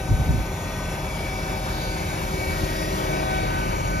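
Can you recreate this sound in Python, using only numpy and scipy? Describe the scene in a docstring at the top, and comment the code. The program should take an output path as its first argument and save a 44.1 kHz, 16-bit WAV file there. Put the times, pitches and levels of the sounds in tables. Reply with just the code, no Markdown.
"""A fan sings a stack of blade tones over rushing air: a tractor tows an air seeder across a field.
The engine throbs and its gears and pumps whine, growing as the microphone swings round.
Wind bumps the microphone a few times, mostly at the start, and near the middle
the seeder's steel scrapes briefly through the soil."""
import sys
import numpy as np
from scipy import signal
from scipy.fft import rfft, irfft
from scipy.io import wavfile
from scipy.ndimage import uniform_filter1d

SR = 44100
rng = np.random.default_rng(int(sys.argv[2]) if len(sys.argv) > 2 else 0)


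def materialize(psi):
    """Save the field psi as 16-bit PCM at rate SR to the path in sys.argv[1].

    A 1-D psi becomes a single channel; in a 2-D psi each row is a channel.
    """
    bounded = np.clip(np.atleast_2d(psi).T, -1, 1)
    quanta = np.round(bounded * 32767).astype(np.int16)
    wavfile.write(sys.argv[1], SR, quanta)


N = 176400
T = np.arange(N) / SR
HZ = np.fft.rfftfreq(2048, 1 / SR)


def amp(db):
    """Decibels to gain."""
    return 10 ** (np.asarray(db) / 20)


def unit(x):
    """Scales to rms 1."""
    return x / np.sqrt(np.mean(x ** 2) + 1e-20)


def curve(rows, t):
    """Every column of a time table, read at times t."""
    times, *columns = np.transpose(rows)
    return np.array([np.interp(t, times, c) for c in columns])


def spectrum(rows, hz):
    """Every column of a frequency table, read on a log axis."""
    f, *columns = np.transpose(rows)
    return np.array([np.interp(np.log(hz + 1), np.log(f + 1), c) for c in columns])


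def frames(x):
    """Frame times and short-time spectra (frames, bins)."""
    _, t, z = signal.stft(x, SR, nperseg=2048, noverlap=1536)
    return t, z.T


def sound(z):
    """Short-time spectra back to samples."""
    return signal.istft(z.T, SR, nperseg=2048, noverlap=1536)[1][:N]


def drift(rate_hz):
    """Slow random motion of rms 1."""
    f = np.fft.rfftfreq(4096, 1 / 800)
    slow = irfft(rfft(rng.standard_normal(4096)) / (1 + (f / rate_hz) ** 2))
    return np.interp(T, np.arange(4096) / 800, unit(slow - slow.mean()))


def quiver(rate_hz):
    """Random trembling of rms 1 around a rate."""
    f = np.fft.rfftfreq(4096, 1 / 800) / rate_hz
    shake = irfft(rfft(rng.standard_normal(4096)) * f ** 2 / (1 + f ** 4))
    return np.interp(T, np.arange(4096) / 800, unit(shake))


def noise(colour):
    """Noise of rms 1 with the given spectrum."""
    gain = amp(spectrum(colour, np.fft.rfftfreq(N, 1 / SR))[0])
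    return unit(irfft(rfft(rng.standard_normal(N)) * gain, N))


def tone(turns, flutter, flutter_hz):
    """A partial of rms 1, fluttered by moving air."""
    phase = 2 * np.pi * (turns + rng.random())
    trembling = (1 + flutter * quiver(flutter_hz)) * np.cos(phase)
    return unit(trembling + flutter * quiver(flutter_hz) * np.sin(phase))


def swells(rows):
    """Bell-shaped swells, one for each row."""
    return sum(amp(db) * np.exp(-.5 * ((T - centre) / half) ** 2) for centre, half, db in rows)


WHISTLE, SHRILL, STRONG, UPPER = 4, 6, (2, 5, 9), (10, 12, 13, 14, 15)  # harmonic numbers
# Fader rides for the fan's whistle, shrill tone and root. Each row: time in seconds, level in dB.
WHISTLE_RIDE = [(0, -47), (.2, -41), (.45, -43.5), (.68, -48), (.82, -42.5), (1.25, -45.5), (1.4, -40),
                (1.65, -43), (1.88, -39), (2.18, -46), (2.27, -42), (2.58, -42), (2.9, -51), (3.18, -39),
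                (3.25, -42), (3.33, -34.5), (3.44, -43), (3.56, -34), (3.8, -48), (3.96, -36)]
SHRILL_RIDE = [(0, -49), (.95, -53), (1.15, -40), (1.36, -38.5), (1.46, -44), (2.05, -45), (2.2, -41),
               (2.33, -45), (2.41, -34), (2.52, -36), (2.62, -46), (2.95, -48), (3.14, -38), (3.26, -44.5),
               (3.4, -37), (3.54, -48), (3.62, -42)]
ROOT_RIDE = [(0, -49), (1.4, -47.5), (1.9, -44), (2.35, -38), (2.7, -39.5), (3.1, -37), (3.5, -43),
             (4, -44)]
# Rides for the STRONG and UPPER groups. Each row: time in seconds, relative dB for each harmonic.
STRONG_RIDES = [(0, -40, -53, -56), (.3, -41.5, -57, -56.5), (.75, -49, -44.5, -47.5),
                (1.05, -44, -55, -49.5), (1.55, -38, -52, -51.5), (2, -43, -57, -52.5),
                (2.5, -38, -45, -57), (2.8, -48, -39.5, -47), (3.1, -37.5, -45.5, -52),
                (3.37, -29, -42.5, -47), (3.8, -45, -53, -75), (4, -36, -48, -69)]
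UPPER_RIDES = [(0, -52, -69, -62, -63, -55), (0.3, -53.5, -67, -67, -61, -57),
               (0.6, -69, -64, -61, -59, -53.5), (0.9, -58, -67, -58, -57, -49.5),
               (1.15, -63, -56, -56, -52.5, -62), (1.4, -57, -55, -52, -50.5, -49),
               (1.65, -51, -54, -61, -52, -64), (1.9, -56, -45, -49, -57, -58),
               (2.15, -51, -55, -63, -54, -54), (2.4, -55, -50, -56, -52, -54),
               (2.6, -53, -48, -59, -50, -61), (2.8, -47, -47, -46.5, -47, -48),
               (3, -55, -53, -52, -61, -47.5), (3.2, -48.5, -57, -49, -59, -54),
               (3.45, -48.5, -50, -69, -60, -54), (3.8, -60, -56, -68, -62, -51)]
# Quiet harmonics that fill out the stack. Each row: harmonic number, relative level in dB.
FILL = [(3, -61), (7, -53), (8, -57.5), (11, -56), (16, -58), (17, -54.5), (18, -52.5)]
# One ride for the fill and the faint top. Each row: time in seconds, gain in dB.
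FILL_RIDE = [(0, -2), (1.5, -1.5), (2.2, 1), (2.8, 0.5), (3.3, -0.5)]


def fan_harmonics():
    """The blade tones fade in and out: (harmonic number, envelope) pairs, the whistle first."""
    solos = [(WHISTLE, WHISTLE_RIDE), (SHRILL, SHRILL_RIDE), (1, ROOT_RIDE)]
    gains = [(k, amp(curve(ride, T)[0])) for k, ride in solos]
    gains += zip(STRONG, amp(curve(STRONG_RIDES, T) - 1))
    gains += zip(UPPER, amp(curve(UPPER_RIDES, T)))
    faint_top = [(k, -62 - .4 * (k - 19)) for k in range(19, 30)]
    ride_db = curve(FILL_RIDE, T)[0]
    for k, db in FILL + faint_top:
        fade = unit(amp(2.2 * drift(rate_hz=5.3)))
        gains.append((k, amp(db + ride_db) * fade))
    return gains


# The fan's pitch. Each row: time in seconds, blade-pass rate in Hz.
FAN_PITCH = [(0, 379.8), (.8, 378.6), (1.2, 379.8), (1.7, 380.3), (2.4, 378.7), (3.1, 379.2), (4, 378.9)]
BLADES, BLADE_UNEVEN, FAN_JITTER, SHAFT_WOBBLE_RAD = 12, 0.28, 0.00067, 0.042


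def fan():
    """Shuddering tones; uneven blades add shaft-rate sidebands. Returns the stack and its whistle."""
    blade_hz = curve(FAN_PITCH, T)[0] * (1 + FAN_JITTER * drift(rate_hz=4.6))
    turns = np.cumsum(blade_hz) / SR
    harmonics = fan_harmonics()
    shaft = 2 * np.pi * turns / BLADES
    turns = turns + SHAFT_WOBBLE_RAD * np.sin(shaft) / (2 * np.pi)
    shudder = 1 + 0.078 * quiver(rate_hz=21)
    partials = []
    for k, gain in harmonics:
        roughness = min(k / 6, 1)  # low harmonics stay smoother
        uneven = 1 + BLADE_UNEVEN * roughness * np.cos(shaft + 2 * np.pi * rng.random())
        blade_tone = tone(k * turns, flutter=0.17 * roughness, flutter_hz=15)
        partials.append(gain * uneven * shudder * blade_tone)
    return sum(partials[1:]), partials[0]


# Low engine throb, then the bed of gear and pump whine. Each row: pitch in Hz, relative level in dB.
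ENGINE_ORDERS = [(42.8, -34.5), (85.6, -41)]
WHINE_BED = [(192.3, -45.5), (386, -47), (410, -48), (525, -43.5), (540, -44.5), (568, -49.5),
             (612.5, -45.5), (919, -43.5), (945, -49), (2142, -56.5), (6600, -58.5)]
# One ride for both. Each row: time in seconds, gain in dB.
TRACTOR_RIDE = [(0, -4), (1, -2), (2.5, -1.5), (3.2, 1.5), (3.6, 0), (4, 3)]
# Three whines that stand out. Each row: time in seconds, level in dB for each of LEAD_WHINE_HZ.
LEAD_WHINE_RIDES = [(.25, -49, -52, -51), (.75, -49.5, -42.5, -46.5), (1.25, -50, -44.5, -51),
                    (1.75, -44, -45, -49), (2.25, -44, -48, -48), (2.75, -38.5, -41, -41.5),
                    (3.2, -38, -32, -37.5), (3.75, -43, -45, -35.5)]
LEAD_WHINE_HZ, ENGINE_JITTER = (315, 630, 1225), 0.00048


def tractor():
    """Low engine orders and the tones of gears and pumps, all on one slightly unsteady speed."""
    clock = np.cumsum(1 + ENGINE_JITTER * drift(rate_hz=2.05)) / SR
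    ride_db = curve(TRACTOR_RIDE, T)[0]
    throb = sum(amp(db) * tone(hz * clock, flutter=0.05, flutter_hz=12) for hz, db in ENGINE_ORDERS)
    gains = list(zip(LEAD_WHINE_HZ, amp(curve(LEAD_WHINE_RIDES, T))))
    for hz, db in WHINE_BED:
        fade = unit(amp(1.5 * drift(rate_hz=0.82)))
        gains.append((hz, amp(db + ride_db) * fade))
    whine = sum(gain * tone(hz * clock, flutter=0.12, flutter_hz=7.2) for hz, gain in gains)
    return throb * amp(0.96 * ride_db) + whine


# The colour of the rumble and rushing air. Each row: frequency in Hz, relative level in dB.
AIR_COLOUR = [(18, -90), (27, -70), (36, -54), (62, -48.3), (100, -52.8), (170, -51.5), (220, -60.5),
              (350, -60.8), (460, -63.5), (800, -62), (1000, -63), (1130, -68), (1550, -68), (1850, -73.5),
              (2300, -68.5), (2650, -71.5), (3000, -76.5), (4500, -78.5), (7000, -82.3), (8800, -81.7),
              (10500, -83.5), (14000, -85.5), (14700, -91)]
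# Its three band faders. Each row: time in seconds, then rumble, roar and hiss gains in dB.
AIR_RIDES = [(0, 0, -4, -1.5), (.7, 0.9, -2.5, -1), (1.4, -1.2, -0.6, -0.2), (2, 1.3, 0, 0.9),
             (2.7, 0.6, 0.4, 3.5), (3, 0.5, 1.9, 3), (3.35, 2.5, 1.5, 0), (3.7, 2.5, 1.7, -0.5),
             (4, 2.7, -0.4, -1.5)]
RUMBLE_TO_ROAR_HZ, ROAR_TO_HISS_HZ = (170, 400), (2500, 8000)
AIR_TRIM_DB, PATCH_DB, FLICKER_DB = -1.5, 1.63, 0.51


def air():
    """Exhaust rumble, patchy machine roar and hiss in the hoses, as spectra of two unrelated noises."""
    t, rush = frames(rng.standard_normal(N))
    _, diffuse = frames(rng.standard_normal(N))
    rumble, roar, hiss = curve(AIR_RIDES, t)[:, :, None]
    above_rumble = np.interp(HZ, RUMBLE_TO_ROAR_HZ, [0, 1])
    above_roar = np.interp(HZ, ROAR_TO_HISS_HZ, [0, 1])
    ride_db = rumble + (roar - rumble) * above_rumble + (hiss - roar) * above_roar
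    patches = uniform_filter1d(rng.standard_normal(rush.shape), size=8, axis=0)  # blur in time
    patches = unit(uniform_filter1d(patches, size=24, axis=1))  # and in frequency
    ride_db += PATCH_DB * patches * above_rumble
    ride_db += FLICKER_DB * rng.standard_normal((len(t), 1))
    gain = amp(AIR_TRIM_DB + spectrum(AIR_COLOUR, HZ)[0] + ride_db) * np.sqrt(SR / 2)
    return steady_bass(rush) * gain, diffuse * gain


def steady_bass(z):
    """Evens out chance swells in the low end: an engine under constant load."""
    bass = HZ < RUMBLE_TO_ROAR_HZ[0]
    power = uniform_filter1d(np.mean(abs(z[:, bass]) ** 2, axis=1), size=7)
    return np.where(bass, z / unit(np.sqrt(power))[:, None], z)


# Wind bumps. Each row: centre in seconds, half length in seconds, relative level in dB.
WIND_BUMPS = [(.122, 0.018, -14), (.205, 0.012, -19), (.25, .09, -31.5), (.3, 0.017, -18.5),
              (.347, 0.0086, -19.5), (.393, .014, -19.5), (2.52, 0.016, -29), (2.632, 0.013, -21)]
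# Their boomy colour. Each row: frequency in Hz, relative level in dB.
WIND_COLOUR = [(20, -26), (45, -1.5), (70, 1.5), (120, -5.5), (200, -15), (300, -19.5), (600, -51),
               (2000, -82)]


def wind():
    """Eddies buffet the microphone: short low thumps, mostly alike in both channels."""
    eddies = noise(WIND_COLOUR)
    mid = eddies / np.sqrt(uniform_filter1d(eddies ** 2, size=1100) + 1e-3)  # levelled
    side = 0.33 * noise(WIND_COLOUR)
    return swells(WIND_BUMPS) * np.array([mid + side, mid - side])


# The scrape. Each row: centre in seconds, half length in seconds, left-channel level in dB.
SOIL_SCRAPES = [(1.82, 0.086, -40.5)]
# Its bright colour. Each row: frequency in Hz, relative level in dB.
SOIL_COLOUR = [(500, -50), (2200, 22), (3800, 42), (5000, 33), (7500, -92), (15000, -47)]


def soil():
    """Brief gritty hiss of steel dragged through dry earth, leaning left."""
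    return swells(SOIL_SCRAPES) * np.array([noise(SOIL_COLOUR), amp(-3.5) * noise(SOIL_COLOUR)])


# The stereo image. Each row: frequency in Hz, left phase lead in radians before the swing,
# left minus right in dB, coherence of the noise from 0 to 1.
STEREO_IMAGE = [(60, .1, -.3, .98), (200, .55, -.3, .96), (380, 1.15, 1.5, .94), (630, 1.8, 4, .9),
                (940, 2.7, 8, .7), (1225, 2.9, 1.5, .6), (1520, 4.1, -2.5, .45), (1850, 6.5, 5, .65),
                (2300, 6.6, 3, .8), (3400, 7.4, 4.5, .5), (4600, 7.5, 6.5, .35), (5600, 5.8, 3.5, .5),
                (7000, 4.6, .5, .7), (7800, 3.3, 0, .95), (8800, 3, 0, .95), (10000, 1.3, 0, .75),
                (11300, .2, 0, .88), (12700, -.1, 0, .88), (13700, -1.2, 0, .7), (14700, -3.14, 0, .98)]
# The machines swing to the left. Each row: time in seconds, factor on the lead below SWING_BELOW_HZ.
LEFT_SWING = [(0, 0.38), (.8, 0.28), (1.5, 0.57), (2.6, 0.86), (3.1, 0.99), (3.5, 1.17), (4, 1.13)]
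SWING_BELOW_HZ = 1380


def microphones(tones, rush, diffuse):
    """The left side hears the machines mostly earlier and louder; diffuse noise adds width."""
    t, direct = frames(tones)
    lead, balance_db, coherence = spectrum(STEREO_IMAGE, HZ)
    lead = lead * np.where(HZ < SWING_BELOW_HZ, curve(LEFT_SWING, t).T, 1)
    balance = amp(balance_db)
    equal_power = np.sqrt(2 / (1 + balance ** 2))
    left = (direct + rush) * balance
    right = (direct + coherence * rush + np.sqrt(1 - coherence ** 2) * diffuse) * np.exp(-1j * lead)
    return np.array([sound(left * equal_power), sound(right * equal_power)])


# The whistle's own pan. Each row: time in seconds, left phase lead in radians, left minus right in dB.
WHISTLE_PAN = [(.4, 4.7, 1), (.85, 5.8, 1), (1.1, 2.6, 2), (1.9, 2.4, -5), (2.7, 4.2, 1), (3.2, 4.7, -4.5)]


def wander(whistle):
    """The whistle shifts from side to side as the microphone moves through its sound field."""
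    lead, balance_db = curve(WHISTLE_PAN, T)
    right = (signal.hilbert(whistle) * np.exp(-1j * lead)).real
    return np.array([whistle * amp(balance_db / 2), right * amp(-balance_db / 2)])


def scene():
    """The stereo mix of machines, wind and soil."""
    stack, whistle = fan()
    machines = microphones(stack + tractor(), *air())
    return machines + wander(whistle) + wind() + soil()


def record(dry):
    """A low cut at 33 Hz and a steep high cut at 15.7 kHz."""
    low_cut = signal.butter(6, 33, "high", fs=SR, output="sos")
    high_cut = signal.firwin(511, 15700, window=("kaiser", 9), fs=SR)
    return signal.oaconvolve(signal.sosfilt(low_cut, dry), high_cut[None], "same")


dry = scene()
out = record(dry)
materialize(out)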